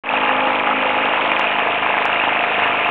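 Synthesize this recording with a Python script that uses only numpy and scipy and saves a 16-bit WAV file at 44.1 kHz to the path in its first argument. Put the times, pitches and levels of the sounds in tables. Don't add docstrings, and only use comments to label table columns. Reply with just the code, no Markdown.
import sys
import numpy as np
from scipy import signal
from scipy.io import wavfile

SR = 44100
rng = np.random.default_rng(int(sys.argv[2]) if len(sys.argv) > 2 else 0)


def nominal_scale(level):
    x = np.asarray(level, float) / 20
    return 10 ** x


def inscribe(sig):
    pcm = np.round(np.clip(np.atleast_2d(sig).T, -1, 1) * 32767)
    wavfile.write(sys.argv[1], SR, pcm.astype(np.int16))


N = 127890
TURN_START_S, TURN_END_S = 0.62, 1.81

CYCLE_HZ, FIRST_CYCLE_S = 26.0886, 0.11784
# (time [s], lateness [ms])
GOVERNOR_DELAY = [(0.12, 0.19), (0.27, 0.32), (0.58, -1), (0.69, 0.56), (0.85, -0.77), (0.96, 0.37),
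                  (1.04, -0.63), (1.19, 1.2), (1.38, -0.25), (1.61, -0.46), (1.73, 0.37), (2.0, -0.61),
                  (2.19, 0.67), (2.3, 0.16), (2.42, 0.53), (2.65, -0.45), (2.72, 0.54)]


def cycles():
    late_ms, = in_time(GOVERNOR_DELAY)
    return (np.arange(N) / SR - FIRST_CYCLE_S - late_ms / 1000) * CYCLE_HZ


# (time [s], level [dB])
EFFORT = [(0.14, -14.5), (0.15, -14), (0.61, -15), (0.64, -18), (0.67, -15), (0.75, -16.5), (0.92, -14),
          (1.71, -15.5), (1.78, -14.5), (1.81, -17), (1.83, -14), (1.84, -14.5), (2.81, -15), (2.86, -15.5)]


def engine_load():
    load_db, = in_time(EFFORT)
    return nominal_scale(load_db - load_db.mean())


EXHAUST_AT, EXHAUST_SPREAD = 0.3, 0.06
EXHAUST_DB, EXHAUST_WOBBLE_DB = 3.0, 2.3
# (multiple of the cycle, level before the turn [dB], level after [dB])
EXHAUST_PARTIALS = [(2, -64, -64), (3, -64, -63), (4, -50, -49), (5, -53, -51), (6, -57, -57),
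                    (7, -51, -51), (8, -43, -45), (9, -46, -46), (10, -33, -44), (11, -45, -44),
                    (12, -39, -42), (13, -44, -43), (14, -45, -44)]


def exhaust(turn):
    lags = EXHAUST_SPREAD * rng.standard_normal(len(EXHAUST_PARTIALS))
    out = np.zeros(N)
    for lag, (multiple, before_db, after_db) in zip(lags, EXHAUST_PARTIALS):
        level_db = swung(before_db, after_db) + EXHAUST_DB + EXHAUST_WOBBLE_DB * drift(6.7)
        out += nominal_scale(level_db) * np.cos(2 * np.pi * (multiple * (turn - EXHAUST_AT) - lag))
    return out


HIT_SPREAD_DB, HIT_DRIFT_DB = 3, 1.04


def knocks(turn, table, jitter_ms):
    out, number = np.zeros(N), np.arange(-4, 74)
    for share, hz, width_hz, before_db, after_db in table:
        time_chance, level_chance = rng.standard_normal((len(number), 2)).T
        at = np.interp(number + share, turn, np.arange(N)) + time_chance * jitter_ms * SR / 1000
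        at = at - SR / np.pi / width_hz
        at = np.clip(at, 0, N - 1).astype(int)
        level_db = swung(before_db, after_db) + HIT_DRIFT_DB * drift(2.5)
        within = number + share < turn[-1]
        clicks = np.zeros(N)
        clicks[at] = nominal_scale(level_db[at] + HIT_SPREAD_DB * level_chance) * SR / width_hz * within
        out += resonate_twice(clicks, hz, width_hz)
    return out


# (share of cycle, frequency [Hz], width [Hz], level before the turn [dB], level after [dB])
CASING_CONTACTS = [(.32, 440, 254, -6, -6), (.87, 410, 232, -13, -15), (0.1776, 700, 248, -12.5, -9.5),
                   (0.63, 590, 216, -7.5, -9.5), (0.97, 686, 250, -9.5, -3.5), (0.1407, 877, 277, -1.5, -8),
                   (.31, 1000, 500, -8.5, -13.5), (.575, 926, 473, 3, 1.5), (0.96, 1050, 380, -1, -11),
                   (0.034, 1300, 330, -0.5, -9.5), (0.68, 1400, 370, -3.5, -4), (0.56, 620, 230, -14, -15),
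                   (.07, 900, 300, -5, -8)]


def casing_knocks(turn):
    return nominal_scale(-20.5) * knocks(turn, CASING_CONTACTS, jitter_ms=0.17)


# (share of cycle, frequency [Hz], width [Hz], level before the turn [dB], level after [dB])
VALVE_CONTACTS = [(0.17, 1600, 620, -12, -4), (.55, 1900, 500, -6, -6), (0.75, 1800, 670, -6, -0.5),
                  (.33, 2560, 500, -7, -6), (0.48, 3100, 570, -3.5, -5), (0.68, 2100, 450, -14, -14),
                  (0.94, 2600, 620, -8.5, -5), (0.24, 3160, 650, -11, -10), (.83, 3224, 500, -12, -10.5),
                  (.22, 2100, 400, -17.5, -17), (0.74, 2700, 640, -10.5, -6.5)]


def valve_ticks(turn):
    return nominal_scale(-17) * knocks(turn, VALVE_CONTACTS, jitter_ms=0.23)


def ringing_hits(table, rise_ms):
    t = np.arange(600) / SR
    u = t * 1000 / rise_ms
    shape = u * np.exp(1 - u)
    sound, envelope = np.zeros((2, N + len(t)))
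    for s, db, hz in table:
        at = slice(int(s * SR), int(s * SR) + len(t))
        sound[at] += nominal_scale(db) * shape * np.cos(2 * np.pi * hz * (t - rise_ms / 1000))
        envelope[at] += shape
    return sound[:N], np.clip(envelope[:N], 0, 1)


# (time [s], peak level [dB], frequency [Hz])
BODY_BLOWS = [(0.1, -9, 842), (0.138, -6.5, 880), (0.177, -7, 877), (0.199, -18, 1260), (0.275, -15, 970),
              (0.314, -11, 985), (0.39, -10.5, 832), (0.445, -12, 842), (0.518, -7.5, 840),
              (0.559, -7, 845), (0.652, -11, 820), (0.671, -3, 1300), (0.691, -10, 1230), (0.71, -2, 1265),
              (0.729, -4, 1220), (0.851, -9, 781), (0.866, -7, 937), (0.904, -12, 880), (0.981, -13, 851),
              (1.001, -10, 837), (1.058, -16, 806), (1.173, -9.5, 864), (1.196, -4.5, 872),
              (1.351, -11, 800), (1.441, -8.5, 1040), (1.505, -10, 830), (1.555, -9, 870), (1.633, -9, 846),
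              (1.657, -12, 775), (1.671, -7, 875), (1.824, -11, 1010), (1.847, -11, 781),
              (1.863, -4.5, 1016), (1.886, -13, 781), (1.901, -8, 864), (1.939, -24, 920), (1.978, -8, 850),
              (2.016, -10.5, 1020), (2.039, -15, 786), (2.054, -11, 870), (2.131, -12, 850),
              (2.269, -12, 781), (2.285, -7, 880), (2.323, -12, 855), (2.4, -8, 840), (2.438, -12, 864),
              (2.461, -10, 867), (2.515, -6, 844), (2.591, -18, 875), (2.743, -9, 1040)]


def body_blows():
    sound, envelope = ringing_hits(BODY_BLOWS, rise_ms=0.98)
    return nominal_scale(-3) * sound, envelope


# (time [s], peak level [dB], frequency [Hz])
VALVE_CLACKS = [(0.0768, -14.5, 2350), (0.0903, 2, 2530), (0.1666, -6, 2530), (0.2065, -11, 2560),
                (0.2452, -12, 2200), (0.3216, -9, 2790), (0.3592, -10, 2530), (0.4072, -9, 2530),
                (0.474, -12, 2520), (0.5113, -17, 2560), (0.5992, -7, 2360), (0.6655, -9.5, 2760),
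                (0.705, -13, 2520), (0.826, -12, 2430), (0.8563, -8, 2280), (0.8943, -9, 2110),
                (1.1646, -14, 2190), (1.2023, -18, 2470), (1.317, 2.5, 2460), (1.3663, -5.5, 2450),
                (1.4416, -4, 2470), (1.4704, -5.5, 2520), (1.5857, -3.5, 2550), (1.622, -9.5, 2440),
                (1.6678, -11.5, 2566), (1.6994, -12, 2570), (1.8616, -11, 2330), (1.979, -7, 2430),
                (2.0461, -8, 2460), (2.0833, -12, 2430), (2.129, -3, 2760), (2.1601, -7, 2060),
                (2.199, -1.5, 2540), (2.2383, -4, 2570), (2.2715, -17, 2500), (2.392, -4, 2650),
                (2.4382, -4, 2370), (2.5432, -6, 2540), (2.7303, -9, 2355), (2.847, -3, 2526)]


def valve_clacks():
    sound, envelope = ringing_hits(VALVE_CLACKS, rise_ms=0.9)
    return nominal_scale(-1) * sound, envelope


SLAP_WIDTH_MS, SLAP_DUCK = 0.1, 0.9
SLAP_RING, SLAP_RING_HZ = 0.3, 950
# (time [s], signed height [full scale])
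HARD_KNOCKS = [(.1389, .62), (.3931, -.6), (.4757, -.7), (.6769, .62), (.6921, -.68), (.9053, .67),
               (1.0594, .64), (1.587, -.66), (1.596, .62), (1.9705, -.67), (1.9794, .7), (2.2395, -.61),
               (2.2778, -.63), (2.3624, .65), (2.4402, .62), (2.5928, .63), (2.6222, -.64), (1.0875, -.73),
               (1.3185, .775), (1.3953, -.89), (1.6728, .735), (1.9412, .79), (2.0551, .84), (2.6592, -.69),
               (2.8897, -.83)]


def slaps(rest):
    t, out = np.arange(N) / SR, rest
    for s, height in HARD_KNOCKS:
        u = ((t - s) * 1000 / SLAP_WIDTH_MS) ** 2
        pulse = 1.4 * (np.exp(-u / 2) - np.exp(-u / 32) / 4)
        ring = np.exp(-u / 200) * np.cos(2 * np.pi * SLAP_RING_HZ * (t - s))
        duck = 1 - SLAP_DUCK * np.exp(-u / 30)
        out = out * duck + height * ((1 - SLAP_RING) * pulse + SLAP_RING * ring)
    return out


HUM_DB, HUM_WOBBLE_DB, HUM_SLIP = 2.5, 2.5, 0.043
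# (multiple of the cycle, level before the turn [dB], level after [dB])
HUM_PARTIALS = [(17, -45, -44), (18, -47, -52), (20, -29, -38), (22, -41, -42), (24, -39, -39),
                (25, -38, -37), (27, -34, -27), (29, -42, -36), (32, -28, -38), (33, -40, -37),
                (34, -34, -38), (38, -37, -36), (40, -39, -37), (46, -36, -41)]


def hum(turn):
    out = np.zeros(N)
    for multiple, before_db, after_db in HUM_PARTIALS:
        level_db = swung(before_db, after_db) + HUM_DB + HUM_WOBBLE_DB * drift(7.2)
        phase = multiple * turn + rng.random() + HUM_SLIP * drift(28)
        out += nominal_scale(level_db) * np.cos(2 * np.pi * phase)
    return out


# (frequency [Hz], width [Hz], level [dB])
PANEL_MODES = [(2427, 81, -37), (2563, 220, -34.5), (2774, 84, -32.5), (1197, 46, -41), (755, 130, -35.5)]


def panel_ringing(clicks):
    out = np.zeros(N)
    for hz, width_hz, db in PANEL_MODES:
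        ring = rms_one(resonate_twice(clicks, hz, width_hz))
        out += nominal_scale(db + 1.1 * drift(7.3)) * ring
    return out


RATTLE_DB, RATTLES_PER_S = -21.5, 3000
RATTLE_SIZE_DB, RATTLE_PATCHY_DB = 1.5, 1.67
# (frequency [Hz], level per hertz [dB])
RATTLE_COLOUR = [(120, -31), (220, -14.5), (400, -8.5), (720, -10), (1500, -0.5), (2600, 0), (3400, -9.5),
                 (4500, -27)]


def rattle():
    sizes = nominal_scale(RATTLE_SIZE_DB * np.minimum(rng.exponential(1, (2, N)), 5))
    signs = rng.choice([-1, 1], (2, N))
    clicks = sizes * signs * (rng.random((2, N)) < RATTLES_PER_S / SR)
    edges = 150 * 2 ** np.arange(0, 5.1, 1 / 3)
    hz, db = np.transpose(RATTLE_COLOUR)
    together, out = drift(8.6), np.zeros(N)
    for k, (low, high) in enumerate(zip(edges, edges[1:])):
        sos = signal.butter(2, [low, high], "band", fs=SR, output="sos")
        band = signal.sosfilt(sos, clicks[k // 3 % 2])
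        colour_db = np.interp(np.log(low * high) / 2, np.log(hz), db)
        patchy_db = RATTLE_PATCHY_DB * (0.38 * together + drift(5.7))
        out += band * nominal_scale(colour_db + patchy_db)
    return nominal_scale(RATTLE_DB) * rms_one(out) + panel_ringing(clicks[0])


SNAPS_PER_S, SNAP_DB, SNAP_SPREAD_DB, SNAP_HZ = 53, -13, 0.5, 1540


def snaps():
    struck = (rng.random(N) < SNAPS_PER_S / SR) * rng.choice([-1, 1], N)
    clicks = struck * nominal_scale(SNAP_DB + SNAP_SPREAD_DB * rng.standard_normal(N))
    u = (np.arange(-40, 41) / SR * np.pi * SNAP_HZ) ** 2
    return np.convolve(clicks, (1 - 2 * u) * np.exp(-u), "same")


RUMBLE_DB, RUMBLE_HZ = -61, 55


def air_rumble():
    sos = signal.butter(2, RUMBLE_HZ, fs=SR, output="sos")
    return rms_one(signal.sosfilt(sos, rng.standard_normal(N)))


def rms_one(x):
    return x / np.sqrt(np.mean(x ** 2) + 1e-20)


def in_time(rows):
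    s, *columns = np.transpose(rows)
    return [np.interp(np.arange(N) / SR, s, c) for c in columns]


def swung(before, after):
    return np.interp(np.arange(N) / SR, (TURN_START_S, TURN_END_S), (before, after))


def drift(rate_hz):
    r = np.exp(-80 * np.pi * rate_hz / SR)
    slow = signal.lfilter([1], [1, -2 * r, r * r], rng.standard_normal(N // 40 + 2002))[2000:]
    return np.interp(np.arange(N) / 40, np.arange(len(slow)), rms_one(slow))


def resonate(x, hz, width_hz):
    r = np.exp(-np.pi * width_hz / SR)
    zeros = np.array([1, 0, -1]) * (1 - r * r) / 2
    poles = [1, -2 * r * np.cos(2 * np.pi * hz / SR), r * r]
    return signal.lfilter(zeros, poles, x + 1e-18)


def resonate_twice(x, hz, width_hz):
    return resonate(resonate(x, hz, width_hz), hz, width_hz)


HEADROOM, BLOW_DUCK, CLATTER_LOW_HZ = 0.62, 0.35, 170


def scene():
    turn = cycles()
    clatter = casing_knocks(turn) + valve_ticks(turn) + rattle() + snaps()
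    body, body_shape = body_blows()
    valve, valve_shape = valve_clacks()
    clatter = clatter * (1 - BLOW_DUCK * np.maximum(body_shape, valve_shape))
    engine = engine_load() * (hum(turn) + clatter) + body + valve
    engine = slaps(HEADROOM * np.tanh(engine / HEADROOM))
    low_cut = signal.butter(2, CLATTER_LOW_HZ, "high", fs=SR, output="sos")
    engine = signal.sosfiltfilt(low_cut, engine)
    air = air_rumble()
    engine = engine + exhaust(turn)
    air_level = nominal_scale(RUMBLE_DB + 2.7 * drift(3.3))
    return (engine + air_level * air)[None]


def band_limit(x):
    return signal.sosfilt(signal.butter(12, 15850, fs=SR, output="sos"), x)


START_S, SWITCH_S = 0.0362, 0.00036
START_DB, FADE_IN_S = -12.5, 0.08
MIC_LOW_HZ, MIC_SLOPE_HZ, MIC_TOP_HZ = 90, 3553, 4655
MIC_DIP_HZ, MIC_DIP_WIDTH_HZ, MIC_DIP = 3996, 580, 0.62
OFFSET, OVERLOAD = -0.0024, 0.703


def record(dry):
    t = np.arange(N) / SR - START_S
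    steep = signal.cheby2(10, 30, MIC_TOP_HZ, fs=SR, output="sos")
    gentle = signal.butter(2, MIC_SLOPE_HZ, fs=SR, output="sos")
    low_cut = signal.butter(2, MIC_LOW_HZ, "high", fs=SR, output="sos")
    x = signal.sosfilt(low_cut, signal.sosfiltfilt(np.vstack([steep, gentle]), dry))
    x = x - MIC_DIP * resonate(x, MIC_DIP_HZ, MIC_DIP_WIDTH_HZ)
    fade_in = nominal_scale(START_DB * np.clip(1 - t / FADE_IN_S, 0, 1))
    x = (x * fade_in + OFFSET) * np.clip(t / SWITCH_S, 0, 1)
    mix = np.clip(x, -OVERLOAD, OVERLOAD)
    return band_limit(mix)


dry = scene()
out = record(dry)
inscribe(out)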